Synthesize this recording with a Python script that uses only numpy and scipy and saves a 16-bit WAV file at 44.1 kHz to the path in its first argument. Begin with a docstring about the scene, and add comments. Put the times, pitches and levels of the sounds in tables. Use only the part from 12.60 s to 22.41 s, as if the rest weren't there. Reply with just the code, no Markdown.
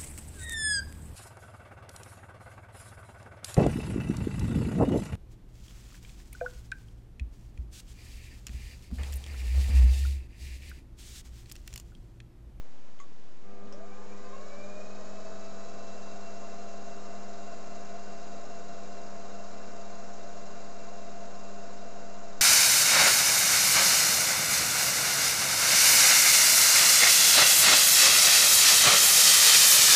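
"""A small belt-driven metal lathe, switched on in a workshop and running without cutting.
A switch clicks, the mains-fed motor buzzes, and the whine of the drive teeth climbs to a steady,
slightly wavering pitch. Bearings and belt rumble in the sheet-metal headstock; the motor brushes
hiss, reflected by the nearby wall and chip tray. One narrow-band microphone, mono, with the
lathe in the foreground and the faint room tone of the shop behind it."""
import sys
import numpy as np
from scipy import signal
from scipy.fft import rfft, irfft, next_fast_len
from scipy.io import wavfile

SR = 44100
rng = np.random.default_rng(int(sys.argv[2]) if len(sys.argv) > 2 else 0)


def pcm_store(signal):
    """Save signal as 16-bit PCM."""
    levels = np.round(np.clip(np.atleast_2d(signal), -1, 1) * 32767)
    wavfile.write(sys.argv[1], SR, levels.astype(np.int16).T)


N = 432621
TIME = np.arange(N) / SR
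WHEEL_TEETH, BELT_TEETH = 32, 141   # teeth passed per shaft turn, per belt lap
TOP_TOOTH_HZ, POWER_ON_S = 685.3, .82
MIC_CUTOFF_HZ = 8000


# Harmonics of the meshing teeth: (multiple of the tooth rate, level [dB], extra under load [dB])
TOOTH_HARMONICS = [(1, 0, 0), (2, -3.5, 3.5), (3, -1.5, -2), (4, -0.5, 1.5), (5, -4, 4), (6, -3.5, 2.5),
                   (7, -0.5, 0.5), (8, -3, 3.5), (9, -0.5, 3.5)]

def tooth_whine(rate, teeth, rough=0.17, rough_rise=0.016, start_rough=1.6, hardening=0.42):
    """Tooth harmonics flare on each mode they cross; the teeth chatter while gathering speed."""
    speed = rate / rate[-1]
    chatter = start_rough * np.clip(1 - speed, 0, 1)
    turn = tone(teeth / WHEEL_TEETH)
    whine = 0
    for k, db, load_db in TOOTH_HARMONICS:
        sharpness = speed ** (hardening * (k - 1))   # faster teeth strike more sharply
        strength = from_db(db + load_db * load(rate)) * sharpness
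        pulse = rms_one(1 + 0.097 * k ** 0.47 * turn)   # an off-centre wheel presses harder once a turn
        line = rough_tone(k * teeth, rough + rough_rise * k + chatter)
        whine += strength * pulse * drive_gain(k * rate) * line
    belt_throb = 1 + 0.09 * tone(teeth / BELT_TEETH)
    return whine * belt_throb


# Modes through which the drive radiates: (frequency [Hz], width [Hz], peak gain [dB])
DRIVE_RESONANCES = [(244, 53, -55), (576, 26, -53), (603, 27, -48.5), (653, 11, -50), (686, 52, -50.5),
                    (850, 160, -63.5), (1071, 21, -53), (1650, 130, -60.5), (2366, 154, -58.5),
                    (2710, 50, -65.5), (2930, 55, -82.5), (3880, 40, -69.5), (4027, 120, -66.5),
                    (4500, 140, -72), (4690, 270, -71.5), (5200, 120, -74.5), (6130, 74, -74)]

def drive_gain(hz):
    """How strongly a line radiates while its pitch slides across the modes."""
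    power = sum(from_db(db) ** 2 / (1 + (2 * (hz[::100] - centre) / width) ** 2)
                for centre, width, db in DRIVE_RESONANCES)
    return np.interp(TIME, TIME[::100], np.sqrt(power))


def rotation(spin_up_s=.605, belt_wow=0.0053, shaft_wow=0.0018, wander=0.001517, taut=0.63):
    """Tooth rate [Hz] and teeth passed: the motor's pull falls as it nears top speed."""
    rate = TOP_TOOTH_HZ * power_rise(spin_up_s)
    teeth = np.cumsum(rate) / SR
    slack = 1 - taut * load(rate)   # the belt sways more once the load eases
    belt_sway = belt_wow * slack * tone(teeth / BELT_TEETH)
    shaft_sway = shaft_wow * tone(teeth / WHEEL_TEETH)
    sway = belt_sway + shaft_sway + wander * drift(3.0)
    return rate, np.cumsum(rate * (1 + sway)) / SR


def power_rise(time_constant_s):
    """Exponential climb from 0 toward 1 once the motor has power."""
    return 1 - np.exp(-np.maximum(TIME - POWER_ON_S, 0) / time_constant_s)


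def load(rate):
    """The drive pulls hard (1) until it has nearly reached its speed (0)."""
    return np.clip(45 * (1 - rate / rate[-1]), 0, 1)


# Buzz of the rectified mains: (multiple of the ripple rate, level [dB], extra during run-up [dB])
MAINS_BUZZ = [(1, -69, -0.5), (2, -53, -1), (3, -64.5, -5), (4, -57.5, 1.5), (5, -60, 2), (6, -70.5, 1),
              (7, -60.5, -2), (8, -66, -1), (10, -76, -0.5), (12, -66, 3.5), (13, -69.5, -0.5),
              (14, -72.5, -12), (16, -76.5, 5), (18, -81, -1), (19, -80.5, 0.5), (22, -82, 4.5),
              (24, -80.5, 0), (25, -82, 2.5)]

def motor_buzz(rate, ripple_hz=100.08, flutter=0.12):
    """Current pulses shake the motor, with a harder edge while it pulls up to speed."""
    pull = np.clip(6 * (1 - rate / rate[-1]), 0, 1)
    return sum(from_db(db + surge_db * pull) * tone(k * ripple_hz * TIME) * (1 + flutter * drift(7.8))
               for k, db, surge_db in MAINS_BUZZ)


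# Rumble of the pulley: (multiple of its beat rate, level at top speed [dB])
PULLEY_LINES = [(2, -74.5), (3, -69), (4, -77.5)]
# Uneven teeth and bearings: (multiple of the shaft rate, level at top speed [dB])
UNEVEN_LINES = [(23, -65), (27, -58.5), (28, -69.5), (29, -73), (30, -62), (31, -73), (33, -65.5),
                (34, -65), (35, -67.5), (37, -67.5), (43, -68), (49, -77.5), (50, -72.5), (63, -67.5),
                (69, -68.5), (109, -83), (126, -76.5)]

def shaft_tones(rate, teeth, pulley_beats_per_tooth=.0804, rough=0.51, growth=2.5):
    """Pulley, uneven teeth and bearings add lines that grow with speed."""
    lines = sum(from_db(db) * tone(k * teeth * pulley_beats_per_tooth) for k, db in PULLEY_LINES)
    for k, db in UNEVEN_LINES:
        gain = drive_gain(k * rate / WHEEL_TEETH)
        lines += from_db(db) * gain / gain[-1] * rough_tone(k * teeth / WHEEL_TEETH, rough)
    return lines * (rate / rate[-1]) ** growth


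# Smooth spectra of bearing rumble and brush hiss: (frequency [Hz], relative density [dB])
RUMBLE_SPECTRUM = [(45, -22.5), (80, -9), (130, -6), (200, 1.5), (350, -1), (560, -5.5), (800, 0),
                   (1000, -7), (1300, -2.5), (1600, -5), (1900, -8.5), (2600, -13.5), (3400, -18),
                   (8000, -35)]
HISS_SPECTRUM = [(1500, -17), (2500, -10.5), (3400, -12.5), (4300, -5), (5200, -1), (5900, 0), (6500, 3),
                 (7300, 1), (7800, -9), (8300, -22)]

def friction(rate, teeth, rumble_db=-52.5, hiss_db=-58.5, grain=0.074):
    """Bearing and belt rumble and brush hiss grow with speed and swell at a tight spot each turn."""
    speed = rate / TOP_TOOTH_HZ
    rub = np.exp(1.5 * np.cos(2 * np.pi * teeth / WHEEL_TEETH))
    rub = rms_one(rub - rub.mean())
    rumble = from_db(rumble_db) * speed ** 1.05 * noise(RUMBLE_SPECTRUM, in_headstock=True)
    hiss = from_db(hiss_db) * speed ** 1.74 * reflected(noise(HISS_SPECTRUM, in_headstock=True))
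    return rumble * (1 + 0.038 * rub) + hiss * (1 + 0.094 * rub + grain * drift(120))


# Resonances of the headstock panels: (frequency [Hz], width [Hz], lift [dB])
HEADSTOCK_MODES = [(245, 24, 9), (478, 152, 12.5), (615, 74, 14.5), (910, 56, 6.5), (1052.5, 73, 15.5),
                   (1194, 66, 6.5), (1483, 130, 7), (1680, 120, 5), (2340, 27, 10.5), (2360, 30, 3.5),
                   (2600, 150, 4), (3010, 13, 8.5), (3773, 90, 14), (4126, 210, 10), (4960, 120, 5.5),
                   (4720, 200, 4), (5350, 64, 2.5), (5400, 170, 5.5), (5660, 52, 4), (6370, 150, 3),
                   (6680, 170, 2.5), (6955, 130, 6), (7540, 400, 4.5)]

def headstock_gain(hz):
    """The sheet metal colours the friction: each resonance lifts the band around it."""
    lift = sum((from_db(db) ** 2 - 1) / (1 + (2 * (hz - centre) / width) ** 2) ** 2
               for centre, width, db in HEADSTOCK_MODES)
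    return np.sqrt(1 + lift)


# Wall and chip tray, heard at the microphone after the direct sound: (delay [s], level [dB])
NEAR_REFLECTIONS = [(.0068, -15.5), (0.0119, -14), (0.0192, -16.5)]

def reflected(hiss):
    """Nearby hard surfaces comb the hiss into narrow metallic bands."""
    echoes = sum(from_db(db) * np.roll(hiss, round(delay * SR)) for delay, db in NEAR_REFLECTIONS)
    return rms_one(hiss + echoes)


# Switch contacts: (time [s], level [dB], share of panel ring [0-1], brightness [Hz])
SWITCH_CLICKS = [(.3915, -54, 0.1, 3200), (0.4008, -47.5, 0.64, 6500), (1.072, -61, .02, 3470),
                 (1.125, -45.5, 0.06, 5300)]
# Modes of the switch panel: (frequency [Hz], level [dB], time to fall by 60 dB [s])
PANEL_MODES = [(1125, 7.5, 0.17), (2050, 0, 0.039), (6430, -1, 0.066), (6800, -23, .08), (7400, -18, .1)]

def switch_clicks(snap_t60=0.0054, tail_t60=0.17, tail_db=-13.0, crack_db=0.5):
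    """Each contact snaps, sets the panel ringing and leaves a short tail in the room."""
    clicks = np.zeros(N)
    t = np.arange(SR // 2) / SR
    crack_band = signal.butter(1, [900, 4500], "band", fs=SR, output="sos")
    decay = 1000. ** (-t / snap_t60) + from_db(tail_db) * 1000. ** (-t / tail_t60)
    ring = sum(from_db(db) * 1000. ** (-t / t60) * np.sin(2 * np.pi * hz * t)
               for hz, db, t60 in PANEL_MODES)
    for start_s, db, share, bright_hz in SWITCH_CLICKS:
        bright_band = signal.butter(2, [bright_hz / 1.09, bright_hz * 1.09], "band", fs=SR, output="sos")
        white = rng.standard_normal(len(t))
        crack = rms_one(signal.sosfilt(crack_band, white))
        snap = rms_one(signal.sosfilt(bright_band, white)) + from_db(crack_db) * crack
        start = int(start_s * SR)
        clicks[start:start + len(t)] += from_db(db) * (snap * decay + share * ring)
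    return clicks


# Room tone of the workshop: (frequency [Hz], relative density [dB])
ROOM_SPECTRUM = [(25, -5), (45, -19.5), (80, -12), (200, -1.5), (400, -6), (800, -10.5), (1600, -16.5),
                 (2600, -19.5), (4000, -22.5), (6500, -24.5), (7400, -26.5), (8200, -41)]

def room_tone(noise_db=-58, whistle_db=-85.5, whistle_hz=6670):
    """Behind the lathe: faint steady shop noise with a thin electronic whistle."""
    return from_db(noise_db) * noise(ROOM_SPECTRUM) + from_db(whistle_db) * tone(whistle_hz * TIME)


def noise(spectrum, in_headstock=False):
    """Noise of a given spectrum, rms 1, optionally ringing in the headstock."""
    size = next_fast_len(N)
    hz = np.fft.rfftfreq(size, 1 / SR) + 1e-3
    points, db = np.transpose(spectrum)
    in_band = (hz > 15) & (hz < MIC_CUTOFF_HZ + 500)
    gain = from_db(np.interp(np.log(hz), np.log(points), db)) * in_band
    if in_headstock:
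        gain *= np.interp(hz, hz[::10], headstock_gain(hz[::10]))
    white = rfft(rng.standard_normal(size))
    return rms_one(irfft(white * gain, size)[:N])


def tone(cycles):
    """A sine of rms 1 that follows a count of cycles."""
    phase = 2 * np.pi * ((cycles + rng.random()) % 1)
    return np.sqrt(2) * np.sin(phase.astype(np.float32))


def rough_tone(cycles, rough):
    """A line whose phase and strength flutter."""
    line = tone(cycles + rough * drift(11) / (2 * np.pi))
    return line * (1 + rough * drift(26)) / np.sqrt(1 + rough ** 2)


def drift(hz):
    """Random wander of rms 1, mostly slower than hz."""
    step, settle = 40, 2000
    pole = np.exp(-2 * np.pi * step * hz / SR)
    white = rng.standard_normal(N // step + settle + 2)
    slow = signal.lfilter([1], [1, -2 * pole, pole * pole], white)[settle:]
    return np.interp(np.arange(N) / step, np.arange(len(slow)), rms_one(slow))


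def from_db(db):
    """Decibels to gain."""
    return 10 ** (np.asarray(db) / 20)


def rms_one(x):
    """Scale to unit power."""
    return x / np.sqrt(np.mean(x ** 2) + 1e-20)


def scene():
    """From one spot in the workshop: the lathe and its switch in front, room tone behind."""
    rate, teeth = rotation()
    current = power_rise(time_constant_s=.045)
    lathe = tooth_whine(rate, teeth) + shaft_tones(rate, teeth) + friction(rate, teeth) + motor_buzz(rate)
    room = room_tone()
    return (current * lathe + switch_clicks() + room)[None]


def record(dry):
    """A narrow-band microphone input with a constant offset."""
    offset = -.035
    low_pass = signal.ellip(10, .2, 80, MIC_CUTOFF_HZ, fs=SR, output="sos")
    return signal.sosfilt(low_pass, dry) + offset


dry = scene()
out = record(dry)
pcm_store(out)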